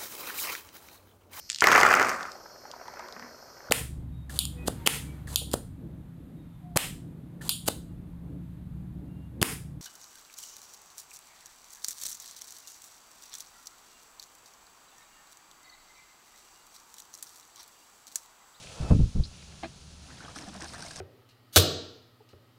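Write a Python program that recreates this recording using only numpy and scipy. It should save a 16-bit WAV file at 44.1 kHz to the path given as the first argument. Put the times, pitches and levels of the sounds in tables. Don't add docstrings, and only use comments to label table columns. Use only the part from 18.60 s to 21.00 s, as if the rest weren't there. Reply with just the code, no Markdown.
import sys
import numpy as np
from scipy import signal
from scipy.fft import rfft, irfft
from scipy.io import wavfile
from scipy.ndimage import uniform_filter1d

SR = 44100
rng = np.random.default_rng(int(sys.argv[2]) if len(sys.argv) > 2 else 0)


def digitize_waveform(pressure):
    field = np.atleast_2d(pressure).T
    bounded = np.clip(field, -1, 1)
    quanta = np.round(bounded * 32767).astype(np.int16)
    wavfile.write(sys.argv[1], SR, quanta)


def volts_from_db(level):
    exponent = np.asarray(level, float) / 20
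    return 10 ** exponent


N = 105840
T = np.arange(N) / SR


def noise():
    return rng.standard_normal(N)


def sine(hz):
    return np.sin(2 * np.pi * hz * T)


def rms_one(x):
    return x / np.sqrt(np.mean(x ** 2) + 1e-20)


def in_time(rows):
    s, *columns = np.transpose(rows)
    return [np.interp(T, s, column) for column in columns]


def drift(rate_hz):
    step = 40
    r = np.exp(-2 * np.pi * rate_hz * step / SR)
    settle = 2000
    draws = rng.standard_normal(N // step + settle + 2)
    slow = signal.lfilter([1], [1, -2 * r, r * r], draws)[settle:]
    return np.interp(np.arange(N) / step, np.arange(len(slow)), rms_one(slow))


def ring(x, hz, t60_s):
    r = volts_from_db(-60 / (t60_s * SR))
    w = 2 * np.pi * hz / SR
    return signal.lfilter([0, np.sin(w)], [1, -2 * r * np.cos(w), r * r], x + 1e-18)


def colour(x, spectrum):
    hz, db = np.transpose(spectrum)
    octave = np.log2(np.fft.rfftfreq(N, 1 / SR) + 1)
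    ends = np.log2(hz)
    beyond = np.maximum(ends[0] - octave, 0) + np.maximum(octave - ends[-1], 0)
    gain_db = np.interp(octave, ends, db) - 36 * beyond
    return rms_one(irfft(rfft(x) * volts_from_db(gain_db), N))


def grains(per_s, spread_db, hiss):
    size = volts_from_db(spread_db * np.minimum(rng.exponential(1, N), 4))
    size = size * rng.choice([-1, 1], N)
    clicks = size * (rng.random(N) < per_s / SR)
    return rms_one(clicks) + hiss * noise()


def burst(s, rise_s, t60_s):
    rise = np.exp(-2 * ((T - s) / rise_s) ** 2)
    fall = volts_from_db(-60 * np.maximum(T - s, 0) / t60_s)
    return np.where(T < s, rise, fall)


def plink(s, db, hz, cycles, rise):
    t = np.arange(int(cycles / hz * SR)) / SR
    fade = volts_from_db(db - 60 * t * hz / cycles)
    soft_start = 1 - np.exp(-t * hz * 2.8)
    turns = hz * (t + rise * hz / cycles * t * t / 2)
    x = fade * np.sin(2 * np.pi * turns) * soft_start
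    out = np.zeros(N + SR)
    start = int(s * SR)
    out[start:start + len(x)] = x
    return out[:N]


def plinks(rows, trim_db, cycles, rise):
    return sum(plink(s, db + trim_db, hz, cycles, rise) for s, db, hz in rows)


def fizz(per_s, spread_db, low_hz, high_hz, cycles):
    born = grains(per_s, spread_db, hiss=0)
    dealt = rng.integers(0, 16, N)
    out = np.zeros(N)
    for k, hz in enumerate(np.geomspace(low_hz, high_hz, 16)):
        out += ring(born * (dealt == k), hz, cycles / hz) * np.sqrt(hz)
    return rms_one(out)


# pitch in Hz, level in dB per Hz.
TRAFFIC_TONE = [(25, -8), (150, -4.5), (330, -17), (500, -17), (1400, -22.5), (1750, -23.5)]
LEAF_TONE = [(2200, -10.5), (2800, -8), (4000, -5), (6560, -6.5), (8500, -14.5), (9700, -13),
             (11200, -29.5), (15000, -34)]
# pitch in Hz, width in Hz, level in dB.
ENGINE_HUM = [(72.54, 1, -57), (131.7, 3.7, -65.5), (169.4, 28, -58), (1338, 60, -72)]
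# time in seconds, change of the air in
# dB, dry rustle in dB.
AIR_AND_RUSTLE = [
    (0, 1.5, -61),
    (.4, 3, -61.5),
    (.47, 2.5, -73),
    (.69, 0.5, -80),
    (.73, 1.5, -61.5),
    (1.0, 2, -67.5),
    (1.13, 0, -89),
    (1.45, 0.5, -67),
    (2.4, 2, -71),
]


def air():
    out = volts_from_db(-55.5 + drift(8.5)) * colour(noise(), TRAFFIC_TONE)
    leaves = colour(grains(3000, 2.2, hiss=1.77), LEAF_TONE)
    out += volts_from_db(-55.5 + drift(8) / 2) * leaves
    out *= volts_from_db(in_time(AIR_AND_RUSTLE)[0])
    wobble = 0.51 * drift(1.3)
    out += volts_from_db(-59.5 + 0.75 * drift(6.8)) * np.sin(2 * np.pi * 74.4 * T + wobble)
    for hz, width_hz, db in ENGINE_HUM:
        out += volts_from_db(db) * rms_one(ring(noise(), hz, 3.6 / width_hz))
    return out


# time in seconds, level in dB, low whoosh against crackle in dB.
SWISH = [
    (0, -51, -12),
    (.1, -51.5, -1.5),
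    (.2, -53, 3),
    (.29, -50.5, 5.5),
    (.45, -44.5, -3),
]
# pitch in Hz, level in dB.
CRACKLE_TONE = [(1500, -2), (1930, -9), (2640, -2), (7980, -6.5), (9990, -11.5), (11200, -24), (15000, -29)]
WHOOSH_TONE = [(300, -12.5), (506, 0), (800, -6), (1700, -15)]


def swish():
    db, low_db = in_time(SWISH)
    fade = np.clip((0.39 - T) / 0.08, 0, 1)
    crackle = volts_from_db(0.5 + 1.3 * drift(30)) * colour(grains(1500, 4.7, hiss=1.2), CRACKLE_TONE)
    whoosh = volts_from_db(2.0 * drift(15)) * colour(noise(), WHOOSH_TONE)
    whistle = sum(rms_one(ring(crackle, k * 1312, 0.12)) / k for k in (1, 2, 3.45))
    low = whoosh + volts_from_db(-6) * whistle
    return fade * volts_from_db(db) * (crackle + volts_from_db(low_db) * low)


# start in seconds, level in dB, pitch in Hz.
TICKS = [
    (0.0712, -45, 2740),
    (0.715, -48.5, 2100),
    (0.826, -47.5, 1950),
    (.923, -50, 2540),
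    (.941, -59, 3000),
    (1.506, -54, 2300),
    (1.626, -44, 2400),
    (1.654, -56, 2000),
    (1.786, -37, 2300),
]
# pitch in Hz, level in dB.
RUSTLE_TONE = [(1300, -7), (1900, -4.5), (2700, 8)]


def stems():
    tick_noise = noise()
    out = np.zeros(N)
    for s, db, hz in TICKS:
        out += volts_from_db(db) * burst(s + 0.0011, 0.00076, 0.014) * rms_one(ring(tick_noise, hz, 5.9 / hz))
    out += volts_from_db(in_time(AIR_AND_RUSTLE)[1]) * colour(noise(), RUSTLE_TONE)
    insect = rms_one(ring(noise(), 9630, 0.015))
    rumble = np.clip(T - 1.2, 0, 1) * rms_one(ring(noise(), 38.0, 0.092))
    return out + volts_from_db(-73.5) * insect + volts_from_db(-64) * rumble


# peak time in seconds, level in dB, rise in seconds,
# time to fall 60 dB in seconds, sharp edge against the body in dB.
GUSTS = [
    (0.206, -28, 0.01, 0.29, -28),
    (0.239, -36, 0.032, 0.59, -4.5),
    (0.314, -11.5, 0.011, 0.18, -10.5),
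    (0.336, -12.5, 0.0074, 0.12, -38),
    (0.362, -20.5, 0.0051, 0.1, -38),
    (0.399, -13, 0.0093, 0.2, -25),
    (0.436, -19.5, 0.017, 0.12, -32),
    (0.564, -20.5, 0.016, 0.25, -25),
    (0.601, -16.5, 0.017, 0.066, -28.5),
    (.64, -54, 0.036, 0.59, -39),
]
# start in seconds, level in dB, pitch in Hz.
FLAPS = [
    (0.308, -4.5, 157),
    (0.321, -9.5, 190),
    (0.361, -16, 138),
    (0.393, -19, 150),
    (0.435, -22, 175),
    (.409, -26, 327),
    (.556, -29, 298),
    (.584, -24, 170),
]
# pitch in Hz, level in dB.
WIND_TONE = [(20, 11), (35, 5), (70, 4), (150, -1.5), (230, -11), (330, -21.5), (500, -31)]
EDGE_TONE = [(150, -11), (300, 0.5), (550, -2.5), (900, -12.5), (1400, -21), (2200, -37)]


def wind():
    body, edge = np.zeros(N), np.zeros(N)
    for s, db, rise_s, fall_s, edge_db in GUSTS:
        body += volts_from_db(db) * burst(s, rise_s, fall_s)
        edge += volts_from_db(db + edge_db) * burst(s, rise_s * 0.81, fall_s * 0.49)
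    low = colour(noise(), WIND_TONE)
    low = low / np.sqrt(uniform_filter1d(low ** 2, size=1400) + 0.17)
    flaps = plinks(FLAPS, 0, cycles=8.0, rise=-0.022)
    return flaps + body * low + edge * volts_from_db(-2.0) * colour(noise(), EDGE_TONE)


def bird():
    start_s, hz, climb_hz_per_s = 0.6362, 4280, 18000
    echo_s, spread_hz = 0.03, 750
    chip = burst(start_s + 0.0011, 0.00079, 0.0088) * sine(hz)
    t = np.maximum(T - start_s, 0)
    smooth = signal.butter(4, spread_hz, fs=SR, output="sos")
    spread = signal.sosfilt(smooth, grains(2300, 2.3, hiss=3.5))
    scatter = rms_one(spread * np.sin(2 * np.pi * (hz * T + climb_hz_per_s * t * t / 2)))
    gate = np.clip(t / 0.002, 0, 1) * np.clip((echo_s - t) / 0.005, 0, 1) * volts_from_db(-180 * t)
    return volts_from_db(-32.5) * chip + volts_from_db(-43) * gate * scatter


# time in seconds, level in dB, pitch in Hz above which it is soft.
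KNOCKS = [
    (1.028, -38, 3000),
    (1.0338, -25.5, 3500),
    (1.0365, -30.5, 1500),
    (1.043, -27, 1800),
    (1.049, -62, 900),
    (1.055, -31.5, 1200),
]
# pitch in Hz, level in dB, time to fall 60 dB in seconds.
CAN_WALL = [(240, -5, 0.12), (337, -8.5, 0.081), (656, 0.5, 0.048), (780, 7.5, 0.014), (1235, -7, 0.028),
            (1640, -4.5, 0.024), (2120, -7, 0.029), (2620, -4.5, 0.02), (3290, -1, 0.0074),
            (4200, -5, 0.027)]
# pitch in Hz, level in dB.
SPRING = [(1620, -47), (2380, -39.5), (3120, -50), (4000, -44)]
# pitch in Hz, level in dB.
SLAP_TONE = [(200, 5), (700, -10), (1500, -4), (4300, -10), (5000, -28)]


def knock():
    out = np.zeros(N)
    luck_db = rng.normal(0, 2.45, (len(KNOCKS), len(CAN_WALL)))
    for k, (hz, db, t60_s) in enumerate(CAN_WALL):
        clicks = np.zeros(N)
        for j, (s, hit_db, soft_hz) in enumerate(KNOCKS):
            softness = 1 + (hz / soft_hz) ** 2
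            clicks[int(s * SR)] = volts_from_db(hit_db + db - 5.5 + luck_db[j, k]) / softness
        out += ring(clicks, hz, t60_s) * (-1) ** k
    for hz, db in SPRING:
        out += plink(1.042, db, hz, cycles=0.085 * hz, rise=0.35)
    slap = sum(volts_from_db(db - 19) * burst(s + 0.00047, 0.0015, 0.069) for s, db, _ in KNOCKS)
    return out + slap * colour(noise(), SLAP_TONE)


# time in seconds, steady gurgle in dB, patter on leaves in dB.
FLOW = [
    (1.4, -52.5, -60),
    (1.74, -58.5, -63),
    (1.765, -50, -47.5),
    (1.92, -55.5, -61.5),
    (2.03, -54, -51),
    (2.1, -53.5, -52),
    (2.4, -55.5, -49.5),
]
# start in seconds, length in seconds, level in dB.
SURGES = [(1.502, 0.025, -59), (1.601, 0.06, -51), (1.675, 0.039, -52), (1.754, 0.022, -48),
          (1.797, 0.042, -54), (1.863, 0.029, -52), (1.928, 0.048, -51), (1.996, 0.063, -46.5),
          (2.123, 0.077, -49.5), (2.205, 0.067, -52.5), (2.301, 0.036, -56), (2.356, 0.034, -52)]
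# start in seconds, level in dB, pitch in Hz.
BUBBLES = [(1.504, -39, 1445), (1.878, -35, 740), (1.931, -42, 1400), (1.953, -39, 704), (1.996, -38, 620),
           (2.034, -35, 1026), (2.046, -38, 1700), (2.135, -39, 1230), (2.148, -39, 1630),
           (2.227, -40, 780), (2.266, -38, 653), (2.284, -41, 626), (1.605, -33, 1436), (1.651, -40, 1450),
           (1.681, -33.5, 1190), (1.76, -40, 785), (1.862, -41, 690), (2.013, -41, 640), (2.159, -35, 1730),
           (2.225, -32, 1510), (2.249, -37, 656), (2.309, -34.5, 1590), (2.362, -41, 1640)]
# start in seconds, level in dB, pitch in Hz.
GULPS = [
    (1.765, -35.5, 290),
    (1.897, -36, 296),
    (2.045, -37.5, 320),
    (1.798, -36, 290),
    (1.832, -32.5, 282),
    (1.876, -28, 195),
    (1.909, -36, 215),
    (1.961, -31, 194),
    (2.021, -30.5, 317),
]
# pitch in Hz, level in dB.
GURGLE_TONE = [(130, -1.5), (200, -6.5), (300, -4), (420, -16.5), (700, -13), (1600, -19), (2600, -20)]
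SPOUT_TONE = [(450, -6.5), (700, -5), (1250, -10.5), (1650, -3), (1950, -16), (3500, -19)]
PATTER_TONE = [(2000, -4), (2820, -9.5), (5310, 2), (7170, -9), (8730, -2), (11000, -17), (15000, -26)]
SPLAT_TONE = [(1500, -6), (3000, -6.5), (5500, 1.5), (7300, -3), (8700, 0.5), (10000, -17), (12000, -32)]
# start in seconds, level in dB, pitch in Hz.
DROPS = [(0.211, -40, 4470), (0.3504, -51, 3220), (1.698, -46, 5600), (1.7172, -44, 5500),
         (1.7579, -35.5, 4750), (1.7868, -34, 5800), (1.8105, -39, 5400), (1.8849, -37, 5440),
         (1.9416, -40.5, 5000), (1.962, -38.5, 4600), (2.006, -32.5, 5300), (2.021, -31, 5000),
         (2.0428, -31.5, 5600), (2.128, -40, 6200), (2.147, -39, 5640), (2.205, -34, 4570),
         (2.2227, -28.5, 5200), (2.2628, -33, 6220), (2.2924, -42, 5600), (2.3083, -34, 4200),
         (2.312, -38, 6360), (2.359, -30.5, 6200), (2.366, -32.5, 5500)]
DRIPS = [(1.571, -46, 3380), (1.63, -45, 6200), (1.6494, -40.5, 3230), (1.6853, -41, 5180),
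         (1.719, -51, 8860), (1.7613, -40, 8660), (1.763, -35, 5870), (1.8234, -36, 5230),
         (1.84, -40.5, 3940), (1.891, -41.5, 3420), (1.9407, -43, 8980), (1.9642, -42, 8950),
         (1.978, -42.5, 3700), (2.017, -44, 2620), (2.0344, -43, 8650), (2.0744, -44, 8900),
         (2.1355, -37.5, 8560), (2.2036, -44, 8880), (2.234, -38, 4580), (2.264, -41, 2140),
         (2.3677, -45, 8400), (2.377, -34, 5300)]


def pouring():
    return np.clip((T - 1.386) / 0.17, 0, 1)


def spout():
    bubbles = fizz(230, 3.2, 597, 1870, cycles=24.0)
    gurgle = volts_from_db(1.9 * drift(22)) * colour(grains(900, 3.1, hiss=1.0), GURGLE_TONE)
    gurgle += volts_from_db(-4) * bubbles
    out = pouring() * volts_from_db(in_time(FLOW)[0]) * gurgle
    surge = np.zeros(N)
    for s, length_s, db in SURGES:
        swell = (T - s) / 0.013
        ebb = (s + length_s - T) / 0.011 + 1
        surge += volts_from_db(db) * np.clip(np.minimum(swell, ebb), 0, 1)
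    out += surge * rms_one(colour(grains(700, 3.0, hiss=0.76), SPOUT_TONE) + 0.33 * bubbles)
    out += plinks(BUBBLES, -2.5, cycles=40.0, rise=0.2)
    return out + plinks(GULPS, -5.5, cycles=27.5, rise=0.067)


def leaf_drops():
    spray = grains(2000, 5.4, hiss=1.25) + 1.5 * fizz(3500, 3.6, 2480, 12800, cycles=36.0)
    patter = volts_from_db(2.2 * drift(31)) * colour(spray, PATTER_TONE)
    out = pouring() * volts_from_db(in_time(FLOW)[1]) * patter
    out += plinks(DROPS, 0, cycles=38.0, rise=0.65)
    out += plinks(DRIPS, 0, cycles=78.0, rise=0.11)
    splat = sum(volts_from_db(db - 7.0) * burst(s + 0.0017, 0.00071, 0.015) for s, db, _ in DROPS)
    return out + splat * colour(noise(), SPLAT_TONE)


def scene():
    out = air() + swish() + stems() + wind() + bird() + knock() + spout() + leaf_drops()
    return out[None]


def roll_off(x):
    return signal.sosfilt(signal.butter(12, 15720, fs=SR, output="sos"), x)


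def record(dry):
    mix = 0.57 * np.tanh(dry / 0.65)
    return roll_off(mix)


dry = scene()
out = record(dry)
digitize_waveform(out)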